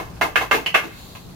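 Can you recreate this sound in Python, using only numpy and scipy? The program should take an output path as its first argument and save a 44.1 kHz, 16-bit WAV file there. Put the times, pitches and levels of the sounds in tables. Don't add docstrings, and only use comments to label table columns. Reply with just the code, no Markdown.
import sys
import numpy as np
from scipy import signal
from scipy.fft import rfft, irfft
from scipy.io import wavfile
from scipy.ndimage import uniform_filter1d

SR = 44100
rng = np.random.default_rng(int(sys.argv[2]) if len(sys.argv) > 2 else 0)


def volts(x):
    e = np.asarray(x, float) / 20
    return 10 ** e


def log_audio(samples):
    frames = np.atleast_2d(samples).T
    limited = np.clip(frames, -1, 1)
    pcm = np.round(limited * 32767).astype(np.int16)
    wavfile.write(sys.argv[1], SR, pcm)


N = 59535

# (frequency [Hz], level [dB], time to fall 60 dB [s])
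BODY_MODES = [(480.3, -9, 0.09), (570, -1, 0.01), (705, 3.5, 0.021), (806.6, 10.5, 0.017), (899, 1, 0.034),
              (1027.4, 11.5, 0.018), (690, -6, 0.0029)]
# (frequency [Hz], level [dB], time to fall 60 dB [s])
MIDDLE_MODES = [(1165, 2, 0.028), (1462, -5, 0.024), (1600, -7, 0.017), (2042, -6, 0.045),
                (2146.6, 2.5, 0.036), (1644, 13, 0.009)]
SOFT_DIRECT_DB = -7.5


def unit_rms(x):
    return x / np.sqrt(np.mean(x ** 2) + 1e-20)


def unit_energy(x):
    return x / np.linalg.norm(x, axis=-1, keepdims=True)


def read(points, hz):
    f, value = np.transpose(points)
    return np.interp(np.log(hz + 1), np.log(f + 1), value)


def colour(x, points):
    hz = np.fft.rfftfreq(x.shape[-1], 1 / SR)
    low_fade = np.clip(hz / points[0][0], 0, 1) ** 4
    return irfft(rfft(x) * volts(read(points, hz)) * low_fade, x.shape[-1])


def resonate(x, hz, width):
    r = np.exp(-np.pi * width / SR)
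    return signal.lfilter([1, 0, -1], [1, -2 * r * np.cos(2 * np.pi * hz / SR), r * r], x)


def stick():
    # (time [s], blow [dB], low body [dB], upper blade [dB], tick [dB])
    taps = [
        (0.2119, -17.5, -0.5, -3, -13.5),
        (0.3573, -13.5, -9.5, -3, -17.5),
        (0.5117, -13.5, -5, -4, -15.5),
        (0.7427, -11, -7, 0, -18.5),
    ]
    # (left [dB], right [dB])
    tap_direct_db = [(-14.5, -5), (-39, -1), (-10.5, -4.5), (-22, -12)]
    # (time [s], blow [dB], low body [dB], upper blade [dB], tick [dB])
    bumps = [
        (-.05, -22, 4, -3.5, -11.5),
        (0.167, -60.5, -6, 5, 1),
        (0.41, -26.5, 3.5, -1.5, -10.5),
        (.5432, -26.5, 6, 3.5, -5.5),
        (.836, -41, 3, -11, -3),
        (1.151, -47, 3, 4.5, -2),
        (1.291, -71, 16.5, 11.5, 2),
        (.2295, -32.5, 5.5, -7, -14),
        (0.2447, -33.5, 6, -10, -20),
    ]
    # (time [s], level [dB])
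    thuds = [
        (-.03, -34.5),
        (0.219, -28.5),
        (0.247, -57),
        (.362, -35),
        (.415, -35),
        (.518, -25),
        (.545, -26),
        (0.749, -37),
        (.84, -31.5),
    ]
    # (time [s], blow [dB], middle modes [dB], tick [dB], straight left [dB], straight right [dB])
    edge_blow = (.6612, -19.5, -13.5, -19.5, -8.5, -1.5)

    t = np.arange(4096) / SR
    paths = tap_direct_db + [SOFT_DIRECT_DB] * len(bumps)
    blows = [(s, tap(t, *levels, direct_db)) for (s, *levels), direct_db in zip(taps + bumps, paths)]
    blows += [(s, thud(t, db)) for s, db in thuds]
    blows.append((edge_blow[0], edge_tap(t, *edge_blow[1:])))

    lead = SR // 4
    out = np.zeros((2, N + lead + SR))
    for s, sound in blows:
        at = lead + round(s * SR)
        out[:, at:at + sound.shape[1]] += sound
    return out[:, lead:lead + N]


def tap(t, blow_db, body_db, blade_db, tick_db, direct_db):
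    # (frequency [Hz], level [dB], time to fall 60 dB [s])
    blade_modes = [(2442, 0.5, 0.016), (2625, 5.5, 0.022), (2780, -0.5, 0.01), (3096, -7.5, 0.023),
                   (2790, 25.5, 0.0023)]
    blow = ring(MIDDLE_MODES, t)
    blow = blow + volts(body_db) * ring(BODY_MODES, t)
    blow = blow + volts(blade_db) * ring(blade_modes, t)
    band = signal.butter(4, [290, 2760], "band", fs=SR, output="sos")
    blow = -signal.sosfilt(band, blow)
    return heard(blow_db, blow, volts(tick_db + 1) * tick(t), direct_db)


def edge_tap(t, db, middle_db, tick_db, *direct_db):
    # (frequency [Hz], level [dB], time to fall 60 dB [s])
    edge_modes = [(1990, -10, 0.037), (2216, -5, 0.021), (2357, -11, 0.017), (2724, 0.5, 0.023),
                  (2914, -2.5, 0.025), (2970, 1, 0.012), (3220, -10, 0.015), (4440, -13, 0.014),
                  (4950, -14.5, 0.012)]
    blow = ring(edge_modes, t) * np.minimum(t / 0.0016, 1)
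    blow = blow + volts(middle_db) * (ring(MIDDLE_MODES, t) + ring(BODY_MODES, t))
    return heard(db, blow, volts(tick_db) * tick(t), direct_db)


def thud(t, db):
    # (frequency [Hz], level [dB], time to fall 60 dB [s])
    floor_modes = [(281.2, 0, 0.1), (334.2, 4.5, 0.086), (406.7, 0, 0.095), (442, 0.5, 0.1)]
    blow = ring(floor_modes, t) * np.minimum(t / 0.0036, 1)
    return heard(db, blow, 0 * blow, SOFT_DIRECT_DB)


def ring(modes, t):
    contact_s, detune, uneven_db = 0.00056, 0.006, 1.2
    total = 0
    for hz, db, t60 in modes:
        level_luck, pitch_luck = rng.standard_normal(2)
        fading = volts(db + uneven_db * level_luck - 60 * t / t60)
        total = total + fading * np.sin(2 * np.pi * hz * (1 + detune * pitch_luck) * t)
    swell = 1 - np.exp(-t / contact_s)
    return unit_energy(swell * total)


def tick(t):
    # (frequency [Hz], level [dB per Hz])
    crack_spectrum = [(3300, 0), (4000, -1), (4500, -2.5), (5300, -10.5), (6300, -4), (8000, -17),
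                      (15000, -9), (16500, -29)]
    click = np.zeros(len(t))
    click[20] = 1
    return unit_energy(colour(click, crack_spectrum))


def heard(db, blow, crack, direct_db):
    # (delay [s], left [dB], right [dB])
    walls = [(.0025, -12.5, -6.5), (.0055, -7, -6.5), (.0085, -20, -13.5), (.0135, -14.5, -17),
             (.0175, -11, -27), (.0235, -17, -20)]
    path = room()
    sound = signal.fftconvolve(crack[None], path, axes=1)
    for delay_s, *wall_db in walls:
        for side, (shift, sign) in enumerate(rng.uniform(-1, 1, (2, 2))):
            at = round((delay_s + 0.0008 * shift) * SR)
            path[side, at] += np.sign(sign) * volts(wall_db[side])
    sound += signal.fftconvolve(blow[None], path, axes=1)
    direct = volts(np.array(direct_db) * np.ones(2))[:, None]
    sound[:, :len(blow)] += direct * (blow + volts(-7) * crack)
    return volts(db + 7) * np.sqrt(SR / 100) * sound


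def room():
    # (frequency [Hz], time to fall 60 dB [s])
    echo_t60 = [(250, 0.23), (660, 0.2), (1740, 0.18), (4590, 0.19), (12100, 0.25)]
    # (frequency [Hz], share against separate echoes [ratio])
    shared_echoes = [(200, 0.39), (400, 1.4), (700, 0.096), (4000, 0.1)]
    late_db, late_t60 = -27.5, 0.94
    first_wall_s, fill_s, early_share, lumps_db = 0.0015, 0.0032, 0.35, 3
    size = SR // 2

    at = np.arange(0, size - 16, 16) + rng.integers(0, 16, (3, (size - 1) // 16))
    strength = volts(lumps_db * rng.standard_normal(at.shape))
    echoes = np.zeros((3, size))
    np.put_along_axis(echoes, at, rng.choice([-1., 1.], at.shape) * strength, 1)

    hz, t, z = signal.stft(echoes, SR, nperseg=256)
    common = abs(read(shared_echoes, hz))[:, None]
    z = (z[:2] + common * z[2]) / np.sqrt(1 + common ** 2)
    fall = volts(-60 * t / read(echo_t60, hz)[:, None]) + volts(late_db - 60 * t / late_t60)
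    tail = signal.istft(z * fall, SR, nperseg=256)[1][:, :size]

    t = np.arange(size) / SR
    fill = 1 - np.exp(-np.maximum(t - first_wall_s, 0) / fill_s)
    return unit_energy(tail * (early_share + fill))


def slide():
    # (time [s], level [dB])
    slide_level = [
        (0, -71),
        (.2, -92),
        (.8, -68),
        (.9, -49.5),
        (0.999, -42.5),
        (1.152, -45),
        (1.251, -49.5),
        (1.35, -53),
    ]
    # (frequency [Hz], width [Hz], level [dB])
    scrapes = [(1084, 61, -22), (3700, 750, -22.5), (4140, 650, -14.5), (6600, 1300, -20),
               (11600, 5000, -17.5)]
    grit = rng.standard_normal((2, N)) * volts(1.9 * rng.exponential(1, (2, N)))
    hiss = sum(volts(db) * unit_rms(resonate(grit, hz, width)) for hz, width, db in scrapes)
    return unit_rms(hiss) * volts(np.interp(np.arange(N) / SR, *np.transpose(slide_level)))


def hum():
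    # (frequency [Hz], width [Hz], level [dB])
    hum_tones = [(58, 4.9, -45.5), (121.4, 11.4, -46), (175, 9.3, -47)]
    tone = np.zeros(N)
    for hz, width, db in hum_tones:
        noise = rng.standard_normal(N + SR)
        tone += volts(db) * unit_rms(resonate(noise, hz, width)[SR:])
    return tone * volts(np.array([[0.7], [-0.7]]))


def air():
    # (frequency [Hz], level [dB per Hz])
    air_spectrum = [(15, -30.5), (25, -1), (114, -1.5), (524, -12.5), (746, -13), (1470, -21), (11300, -44),
                    (15200, -31), (16500, -57)]
    # (frequency [Hz], left-right likeness [0 to 1])
    likeness = [(30, .97), (60, .88), (125, 0.22), (250, 0.29), (600, 0.37), (2000, 0.033), (15000, 0.045)]
    # (frequency [Hz], left minus right [dB])
    balance = [(40, -1), (80, 1.5), (160, 3), (500, 2), (4000, 2), (15000, 1)]
    frames, hz = N // 256 + 5, np.fft.rfftfreq(1024, 1 / SR)
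    a, b, c, d, patches = rng.standard_normal((frames, 513, 5)).T
    patches = uniform_filter1d(patches, size=10, axis=0)
    patches = unit_rms(uniform_filter1d(patches, size=10, axis=1))

    same = np.clip(read(likeness, hz), -1, 1)[:, None]
    left = a + 1j * b
    right = same * left + np.sqrt(1 - same ** 2) * (c + 1j * d)
    pan_db = read(balance, hz)[:, None] / 2
    level_db = read(air_spectrum, hz)[:, None] + 1.4 * patches
    z = np.array([left, right]) * volts(level_db + np.array([pan_db, -pan_db]))
    noise = signal.istft(z, nperseg=1024, noverlap=768)[1][:, :N]
    return volts(-40.5) * unit_rms(noise)


def scene():
    return stick() + slide() + hum() + air()


def held(x, size, db_per_s):
    power = abs(uniform_filter1d((x ** 2).mean(0), size=size))
    fall = np.arange(N) * db_per_s / SR
    return np.maximum.accumulate(10 * np.log10(power + 1e-12) + fall) - fall


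def turn_down(x):
    knee_db, duck = -27, 0.11
    over_db = np.maximum(held(x, size=200, db_per_s=15.5) - knee_db, 0)
    return x / volts(duck * uniform_filter1d(over_db, size=60))


def gate_hiss(x):
    # (frequency [Hz], level [dB per Hz])
    hiss_spectrum = [(3000, 2), (5000, 9.5), (8000, 2.5), (12000, 3), (15500, -8)]
    open_db = np.minimum(held(x, size=50, db_per_s=302), -12.5)
    hiss = unit_rms(colour(rng.standard_normal((2, N)), hiss_spectrum))
    hiss = hiss * volts(np.array([[-1.2], [1.2]]))
    return hiss * volts(-22.5 + 0.97 * open_db)


def low_pass(x):
    return signal.sosfilt(signal.butter(12, 16830, fs=SR, output="sos"), x)


def record(dry):
    ducked = turn_down(dry)
    heard_in = ducked + gate_hiss(ducked)
    rumble_cut = signal.butter(2, 24.5, "high", fs=SR, output="sos")
    heard_in = signal.sosfilt(rumble_cut, heard_in)
    limited = 1.217 * np.tanh(heard_in / 1.294)
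    treble_cut = signal.firwin(255, 16400, window=("kaiser", 8), fs=SR)[None]
    mix = signal.oaconvolve(limited, treble_cut, "same")
    return low_pass(mix)


dry = scene()
out = record(dry)
log_audio(out)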